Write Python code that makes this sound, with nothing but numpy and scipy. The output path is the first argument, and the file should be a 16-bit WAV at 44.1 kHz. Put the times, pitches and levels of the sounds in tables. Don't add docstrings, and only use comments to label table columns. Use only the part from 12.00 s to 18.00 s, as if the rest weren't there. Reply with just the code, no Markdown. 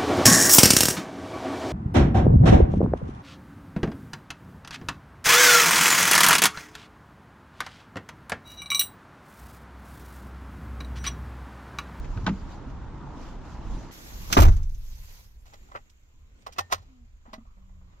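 import sys
import numpy as np
from scipy import signal
from scipy.fft import rfft, irfft
from scipy.io import wavfile
from scipy.ndimage import uniform_filter1d

SR = 44100
rng = np.random.default_rng(int(sys.argv[2]) if len(sys.argv) > 2 else 0)


def materialize(psi):
    bounded = np.clip(np.atleast_2d(psi).T, -1, 1)
    quanta = np.round(bounded * 32767).astype(np.int16)
    wavfile.write(sys.argv[1], SR, quanta)


def field_ratio(decibels):
    return 10 ** (np.asarray(decibels, dtype=float) / 20)


N = 264592

STEP_IN_S, SHUT_S, KEY_VIEW_S = 1.915, 2.45, 3.455

# t/s, nominal body level/dB, nominal treble level/dB, favoured f/Hz
LATCH_HITS = [(2.326, -21.5, -12.5, 1500), (2.368, -5, -29.5, 1051), (2.372, -10.5, -20.5, 2900),
              (2.376, -12.5, -27.5, 1900), (2.381, -6.5, -27, 379), (2.387, -7.5, -25, 1200)]
DOOR_HITS = [(2.301, -30.5, -42.5, 895), (2.316, -44, -33.5, 4500), (2.345, -30, -28, 5500),
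             (2.4, -15, -20, 12500), (2.42, -12.5, -21, 12500), (2.435, -18, -46, 2500),
             (2.451, -16.5, -33, 800), (2.479, -23.5, -37.5, 6500), (2.517, -42, -48, 1200),
             (2.53, -40.5, -53.5, 4900)]
TRIM_HITS = [(2.565, -48.5, -51, 6800), (2.59, -47.5, -75, 1150), (2.629, -79.5, -53, 6800),
             (2.695, -72, -59.5, 6460), (2.745, -70, -56.5, 6660)]
KNOCK_HITS = [(0.045, -48, -46, 2580), (0.172, -43, -51, 1210), (0.265, -22, -26, 3800),
              (0.277, -19.5, -42, 820), (0.289, -29.5, -41.5, 1230), (0.52, -59, -67, 1050),
              (0.703, -41.5, -71, 921)]
KEY_HITS = [(3.526, -47, -59, 790), (3.536, -43, -48, 600), (3.688, -49, -68, 778),
            (3.717, -39.5, -60, 1063), (3.743, -40, -62, 821), (3.751, -28.5, -70, 1280),
            (3.757, -26, -48, 1860), (3.897, -78, -55, 7500), (4.422, -69, -60, 9000),
            (4.465, -30, -41, 1120), (4.484, -43, -84, 557), (4.524, -57, -42.5, 1500),
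            (4.585, -14.5, -23.5, 1040), (4.715, -28, -33, 1200), (4.724, -13.5, -19.5, 1260),
            (4.781, -48, -53, 1100), (4.822, -54, -60, 490), (5.333, -30, -39.5, 4000),
            (5.378, -48.5, -84, 650)]
KEY_SLIDES = [(3.457, -56, -59.5, 703), (4.563, -48, -59, 1810), (4.702, -40, -56, 800),
              (5.255, -49.5, -89, 860), (5.285, -60, -87, 1200)]

# f/Hz, relative level per Hz/dB
DOOR_COLOUR = [(76, -31.5), (130, -2), (230, -1), (356, -2), (491, -10), (613, -3.5), (1200, -8.5),
               (1970, -19.5), (2770, -20), (4300, -26.5), (6200, -24), (7800, -33.5), (9500, -39.5),
               (12500, -34.5), (15300, -35.5), (16000, -50.5)]
KNOCK_COLOUR = [(150, -42), (250, -3.5), (502, -14.5), (1040, -11.5), (2410, -18.5), (3600, -25.5),
                (7260, -35), (12000, -94), (15600, -113), (22000, -120)]
KEY_COLOUR = [(120, -22), (200, -47.5), (394, -13), (1320, 0.5), (1620, -9), (2560, -7.5), (3760, -6.5),
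              (6050, -9), (8900, -23), (13600, -21.5), (16000, -26)]

# f/Hz, relative level/dB, relative extra decay/(dB/s), left-right level/dB
CAB_MODES = [(18.96, 0, -7.5, -0.5), (23.86, -9.5, -16, -2), (28.06, -8, -4.5, 1.5), (36.6, 0, 9, 0),
             (38.78, -4.5, 17, -3.5), (50.9, 2.5, 38, -1), (59.2, -9, 34, 4.5), (72.3, 0.5, 40, -2.5),
             (86.3, 3, 40, 0.5), (106, -8.5, 44.5, -3), (112, -22, -3.5, 2.5), (124.5, -13, 25, -2),
             (152.1, -13, 35.5, -2.5), (184, -20, 45, 2.5), (223, -23, 71.5, -2)]

# f/Hz, relative level/dB, t60/s
COLUMN_MODES = [(420, -24, 0.038), (608, 0, 0.14), (820, 20, 0.052), (1040, 14, 0.019), (1270, -4, 0.07),
                (2033, 15.5, 0.043), (2580, -5, 0.06), (3184, -8, 0.073)]
PANEL_MODES = [(105, 3.5, 0.068), (190, -0.5, 0.13), (238, -5, 0.094), (1270, -2, 0.064), (1505, 1, .04),
               (3780, -6, 0.021)]
LOCK_MODES = [(401, -2, .06), (645, 2, 0.092), (825, -1, 0.032), (1060, 6, 0.04), (1270, -25, 0.03),
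              (1350, -29, .2), (1580, -20, 0.089), (1820, -13, 0.18), (2100, -24, 0.12), (2620, 3, 0.054),
              (2900, -25, .14), (3330, -22, 0.16), (4100, -26, .32)]
DASH_MODES = [(89, -2.5, .29), (227, -3, 0.14), (249, -8, 0.16)]

# t/s, relative level/dB, f/Hz that the contact favours
PANEL_BLOWS = [(.165, -18.5, 100), (.174, -38, 1270), (.232, -18, 105), (.266, -11.5, 2290),
               (.268, -14.5, 186), (0.296, -12, 185), (.315, -14.5, 197)]
LOCK_BLOWS = [(4.564, -48, 1820), (4.588, -23.5, 1730), (4.726, -26.5, 1200), (4.733, -30, 4300),
              (4.78, -53, 1096), (5.333, -35, 850)]
DASH_BLOWS = [(4.59, -33.5, 89), (4.735, -34, 89), (5.279, -44.5, 249), (5.329, -39.5, 225),
              (5.38, -35.5, 227)]

# start t/s, length/s, first f/Hz, last f/Hz, rms level of the hum/dB
MOTOR_RUNS = [(4.864, 0.215, 273.5, 223.4, -59.5), (5.52, .43, 192.7, 179, -62)]
# f/Hz, relative level per Hz/dB
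WHIRR_COLOUR = [(300, -39.5), (560, -7), (800, -14.5), (1000, -3.5), (1200, -1.5), (1500, -21.5),
                (3000, -69)]
# start t/s, length/s, first f/Hz, last f/Hz, peak level/dB
SQUEAKS = [(3.35, .1, 6900, 7650, -74), (3.37, .06, 6050, 6500, -75), (3.36, .11, 9250, 9900, -78),
           (3.39, .07, 12900, 13300, -77), (3.41, .05, 14800, 15200, -82), (4.35, .1, 7900, 8350, -77)]

# f/Hz, relative level per Hz/dB
RUSTLE_OUTDOORS = [(880, -29), (1500, -9), (2590, -12.5), (2830, -13), (7100, -15.5), (8570, -31.5),
                   (13500, -34), (14500, -33.5), (16000, -59.5)]
RUSTLE_AT_DOOR = [(240, -33.5), (400, -14), (474, -5.5), (528, -10.5), (636, -17.5), (865, -9),
                  (1350, -13.5), (2020, -10), (2930, -12.5), (6440, -8.5), (9180, -23.5), (12900, -11.5),
                  (16000, -24)]
RUSTLE_AT_COLUMN = [(880, -39), (1500, -2), (1560, -13.5), (2160, -0.5), (5330, -14), (7100, 0.5),
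                    (9190, -28.5), (11900, -13.5), (16000, -22.5)]
RUMBLE_OUTDOORS = [(8.8, -39.5), (15, -8), (43, 2), (220, -20), (290, -51), (480, -120)]
RUMBLE_IN_CAB = [(8.8, -29), (15, -0.5), (27, -5.5), (59, -6), (72, -9.5), (81, -17.5), (112, -15),
                 (140, -27.5), (220, -29.5), (290, -58), (480, -120)]
ROAD_OUTDOORS = [(59, -24.5), (100, -1), (157, -12), (282, -9), (367, -17.5), (514, -20), (736, -21),
                 (922, -16.5), (994, -19.5), (1420, -26), (2280, -37), (7050, -48), (9000, -63.5),
                 (11700, -87), (19800, -120)]
ROAD_FROM_STEP = [(59, -40), (100, -7.5), (140, -18), (233, -9.5), (266, -13.5), (657, -22), (872, -22.5),
                  (976, -20.5), (1340, -23), (7050, -34.5), (9000, -57), (11700, -71.5), (19800, -120)]

# from t/s, level/dB
RUSTLE_REST = [(0, -76), (STEP_IN_S, -50.5), (SHUT_S, -73.5), (KEY_VIEW_S, -76.5)]
RUMBLE_REST = [(0, -40), (STEP_IN_S, -43), (SHUT_S, -53)]
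ROAD_REST = [(0, -42.5), (STEP_IN_S, -50.5), (SHUT_S, -70.5)]

# middle t/s, peak level/dB, half length/s
RUSTLE_SWELLS = [(.2, -59, 0.34), (.525, -58.5, 0.048), (.705, -62, .015), (1.25, -56.5, 0.1),
                 (1.51, -59, 0.084), (1.77, -55.5, 0.14), (2.29, -49.5, 0.072), (2.52, -58, 0.087),
                 (2.722, -65, 0.095), (2.95, -57, 0.19), (3.129, -54.5, 0.14), (3.47, -65, 0.35),
                 (3.85, -75, 0.56), (4.4, -77.5, 0.04), (4.64, -73, .08)]
RUMBLE_SWELLS = [(.2, -36.5, 0.17), (.38, -35.5, 0.36), (1.09, -39, 0.29), (1.735, -32.5, 0.086),
                 (2.336, -33.5, .045), (2.844, -42, 0.38), (4.803, -42.5, 0.11), (5.7, -51.5, .4)]
MUFFLED_SWELLS = [(2.58, -56.5, .09), (3.64, -63.5, 0.25), (4.549, -62.5, 0.24), (4.85, -67, 0.15),
                  (5.3, -66.5, 0.062), (5.97, -68, 0.11)]

# f/Hz, correlation from -1 to 1
LIKENESS_OUTDOORS = [(60, 0.88), (180, 0.93), (550, 0.62), (1650, 0.8), (4970, 0.07), (15000, 0.048)]
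LIKENESS_IN_CAB = [(60, 0.99), (180, 0.41), (550, 0.17), (1650, -0.41), (4970, -0.23), (15000, 0.69)]
# f/Hz, left-right level/dB
CAB_LEAN = [(60, -2.5), (120, -1.5), (240, -1), (480, 0.5), (950, -1), (1890, -2), (3770, -5), (7520, -6.5),
            (15000, -7.5)]


def hits(kinds, colour, modes, ring_db, split_hz, treble_speed, grain_db, crack_db, tone_db, lag_s, alike, lean):
    mix, t = np.zeros((2, N)), np.arange(16384) / SR
    hz = np.fft.rfftfreq(len(t), 1 / SR)
    treble_share = 1 / (1 + (split_hz / (hz + 1)) ** 4)
    shape = field_ratio(read(colour, hz))
    ring = 0 * t
    for f, db, t60 in modes:
        ring = ring + field_ratio(db - 60 * t / t60) * np.sin(2 * np.pi * f * t)
    ring = rfft(ring)
    body_shape = shape * (1 - treble_share) + field_ratio(ring_db) * ring / (abs(ring).max() + 1e-9)
    balance = field_ratio(lean * read(CAB_LEAN, hz) * np.array([[.5], [-.5]]))
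    ports = balance * np.exp(-2j * np.pi * hz * lag_s * np.array([[0], [1]]))
    fade = signal.windows.tukey(len(t), .04)
    lead_s = .01
    after = np.maximum(t - lead_s, 0)
    for rows, (rise, t60) in kinds:
        for s, body_db, treble_db, tone_hz in rows:
            tone = 1 + field_ratio(tone_db) / (1 + 1j * 7 * (hz - tone_hz) / tone_hz)
            direct, scattered, grains = rng.standard_normal((len(t), 3)).T
            grains = field_ratio(grain_db * evened(uniform_filter1d(grains, size=40)))
            body = (body_db, body_shape * tone, 1, alike[0])
            treble = (treble_db, shape * treble_share * tone, treble_speed, alike[1])
            for db, form, speed, same in (body, treble):
                envelope = (1 - np.exp(-after / rise)) ** 2 * field_ratio(-60 * speed * after / t60) * grains
                envelope *= 1 + field_ratio(crack_db - 60 * after / 0.006)
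                right = same * direct + np.sqrt(1 - same ** 2) * scattered
                burst = envelope * np.array([direct, right])
                scale = np.sqrt(np.mean(abs(form) ** 2))
                sound = field_ratio(db) / scale * fade * irfft(rfft(burst) * form * ports)
                add(mix, s - lead_s - rise, sound)
    return mix


def door():
    kinds = [(LATCH_HITS, (.001, .056)), (DOOR_HITS, (.0023, .1)), (TRIM_HITS, (0.00057, 0.1))]
    return hits(kinds, DOOR_COLOUR, [], -60, split_hz=2370, treble_speed=1.02, grain_db=1.5, crack_db=-1.0,
                tone_db=5.0, lag_s=.0005, alike=(.8, .5), lean=1)


def boom():
    start_s, level_db, rise_s, hold_s = 2.362, -8, 0.037, .1
    drop_db, drop_s, fade_db_per_s = 9.5, 0.028, 53
    t = np.arange(SR) / SR
    side = np.array([[.5], [-.5]])
    modes, power = 0, 0
    for k, (hz, db, fall, pan_db) in enumerate(CAB_MODES):
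        sign = (-1) ** k
        wave = np.sin(2 * np.pi * hz * (t - .01 + 0.0008 * side))
        modes = modes + sign * field_ratio(db - fall * t + pan_db * side) * wave
        power = power + field_ratio(db - fall * t) ** 2 / 2
    late = np.maximum(t - rise_s - hold_s, 0)
    db = level_db - drop_db * (1 - np.exp(-late / drop_s)) - fade_db_per_s * late
    envelope = np.minimum(t / rise_s, 1) ** 0.96 * field_ratio(db)
    mix = np.zeros((2, N))
    add(mix, start_s, envelope * modes / np.sqrt(power) * signal.windows.tukey(len(t), .02))
    return mix


def knocks():
    return hits([(KNOCK_HITS, (0.0023, 0.064))], KNOCK_COLOUR, [], -60, split_hz=2020, treble_speed=0.99,
                grain_db=3.5, crack_db=-1, tone_db=-5, lag_s=.00005, alike=(.85, .6), lean=0)


def keys():
    gear_ticks = [(5.452 + k * 0.12, -56, -93, 600) for k in range(5)]
    kinds = [(KEY_HITS + gear_ticks, (.0031, 0.065)), (KEY_SLIDES, (0.0055, 0.24))]
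    return hits(kinds, KEY_COLOUR, COLUMN_MODES, ring_db=0.0, split_hz=2030, treble_speed=0.97, grain_db=3.0,
                crack_db=-4.5, tone_db=0.0, lag_s=0.000364, alike=(.8, .6), lean=1.0)


def hollow_parts():
    off_favour_db_per_octave = 13.5
    mix, t = np.zeros((2, N)), np.arange(SR // 2) / SR
    delay_s = np.array([[0], [.00008]])
    for modes, blows in (PANEL_MODES, PANEL_BLOWS), (LOCK_MODES, LOCK_BLOWS), (DASH_MODES, DASH_BLOWS):
        hz, db, t60 = np.transpose(modes)[:, :, None, None]
        build_up = 1 - np.exp(-t * hz / 0.77)
        rings = field_ratio(db - 60 * t / t60) * build_up * np.sin(2 * np.pi * hz * (t - delay_s))
        for s, blow_db, favour_hz in blows:
            gain = field_ratio(blow_db - off_favour_db_per_octave * abs(np.log2(hz / favour_hz)))
            add(mix, s, (gain * rings).sum(0))
    return mix


def motors():
    whirr_s, start_db, settled_db, settle_s = 5.36, -68.5, -75.5, .3
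    since = np.arange(N) / SR - whirr_s
    whirr_db = settled_db + (start_db - settled_db) * np.exp(-abs(since) / settle_s)
    whirr_db = np.where(since < 0, -120, whirr_db)
    mix = diffuse_noise(whirr_db, [(0, WHIRR_COLOUR, LIKENESS_IN_CAB)], patchy_db=2.5, flicker_db=4.5,
                        lean_db=-2.0)
    for s, length, first_hz, last_hz, db in MOTOR_RUNS:
        t = np.arange(0, length, 1 / SR)
        shaft_hz = first_hz + (last_hz - first_hz) * t / length
        phase = 2 * np.pi * np.cumsum(shaft_hz) / SR + np.array([[0], [.7]])
        hum = np.sqrt(2) * (np.sin(phase) + field_ratio(-22.0) * np.sin(3 * phase))
        add(mix, s, field_ratio(db) * hum * signal.windows.tukey(len(t), .4))
    return mix


def squeaks():
    mix = np.zeros((2, N))
    for s, length, first_hz, last_hz, db in SQUEAKS:
        t = np.arange(0, length, 1 / SR)
        hz = first_hz + (last_hz - first_hz) * np.sin(np.pi / 2 * t / length)
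        phase = 2 * np.pi * np.cumsum(hz) / SR + np.array([[0], [.8]])
        add(mix, s, field_ratio(db) * np.sin(phase) * np.hanning(len(t)))
    return mix


def rustle():
    places = [(0, RUSTLE_OUTDOORS, LIKENESS_OUTDOORS), (STEP_IN_S, RUSTLE_AT_DOOR, LIKENESS_IN_CAB),
              (KEY_VIEW_S, RUSTLE_AT_COLUMN, LIKENESS_IN_CAB)]
    return diffuse_noise(swelling(RUSTLE_REST, RUSTLE_SWELLS), places, patchy_db=2.0, flicker_db=-1.2,
                         lean_db=-1.5, size=512)


def traffic_and_muffled_stirs():
    rumble_places = [(0, RUMBLE_OUTDOORS, LIKENESS_OUTDOORS), (SHUT_S, RUMBLE_IN_CAB, LIKENESS_IN_CAB)]
    rumble = diffuse_noise(swelling(RUMBLE_REST, RUMBLE_SWELLS), rumble_places, patchy_db=3.0,
                           flicker_db=-0.56, lean_db=-1.0, size=4096)
    road_places = [(0, ROAD_OUTDOORS, LIKENESS_OUTDOORS), (STEP_IN_S, ROAD_FROM_STEP, LIKENESS_IN_CAB)]
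    road_and_stirs = diffuse_noise(swelling(ROAD_REST, MUFFLED_SWELLS), road_places, patchy_db=1.5,
                                   flicker_db=1.0, lean_db=-0.5)
    return rumble + road_and_stirs


def diffuse_noise(level_db, places, patchy_db, flicker_db, lean_db, size=1024):
    hop = size // 4
    frames, hz = N // hop + 5, np.fft.rfftfreq(size, 1 / SR)
    t = np.arange(frames) * hop / SR
    a, b, c, d, patches = rng.standard_normal((frames, len(hz), 5)).T
    patches = uniform_filter1d(patches, size=10, axis=0)
    patches = evened(uniform_filter1d(patches, size=10, axis=1))
    flicker = rng.standard_normal(frames)
    gain, same = np.zeros(a.shape), np.zeros(a.shape)
    for start, colour, likeness in places:
        shape = field_ratio(read(colour, hz))
        gain[:, t >= start] = (shape / np.linalg.norm(shape))[:, None]
        same[:, t >= start] = np.clip(read(likeness, hz), -1, 1)[:, None]
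    left = a + 1j * b
    right = same * left + np.sqrt(1 - same ** 2) * (c + 1j * d)
    balance = field_ratio(lean_db * np.array([.5, -.5]))[:, None, None]
    spectra = np.array([left, right]) * balance * gain * field_ratio(patchy_db * patches + flicker_db * flicker)
    noise = signal.istft(spectra, nperseg=size, noverlap=size - hop)[1][:, :N]
    return field_ratio(level_db) * evened(noise)


def swelling(rest, swells):
    t = np.arange(0, N + 200, 200) / SR
    start, db = np.transpose(rest)
    place = np.searchsorted(start, t, "right")
    power = field_ratio(db[place - 1]) ** 2
    for s, peak_db, half in swells:
        here = place == np.searchsorted(start, s, "right")
        power = power + here * field_ratio(peak_db) ** 2 * np.exp(-((t - s) / half) ** 2 * 2)
    return np.interp(np.arange(N) / SR, t, 10 * np.log10(power))


def evened(x):
    return x / np.sqrt(np.mean(x ** 2) + 1e-20)


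def read(points, hz):
    f, value = np.transpose(points)
    return np.interp(np.log(hz + 1), np.log(f + 1), value)


def add(mix, s, sound):
    part = mix[:, round(s * SR):][:, :sound.shape[-1]]
    part += sound[..., :part.shape[1]]


def scene():
    impacts = door() + boom() + knocks() + keys() + hollow_parts()
    return impacts + motors() + squeaks() + rustle() + traffic_and_muffled_stirs()


def top_cut(x):
    return signal.sosfilt(signal.butter(12, 16680, fs=SR, output="sos"), x)


def record(dry):
    ceiling, edge_hz = .8, 15800
    limited = ceiling * np.tanh(dry / ceiling)
    low_pass = signal.firwin(511, edge_hz, window=("kaiser", 9), fs=SR)
    finished = signal.oaconvolve(limited, low_pass[None], "same")
    return top_cut(finished)


dry = scene()
out = record(dry)
materialize(out)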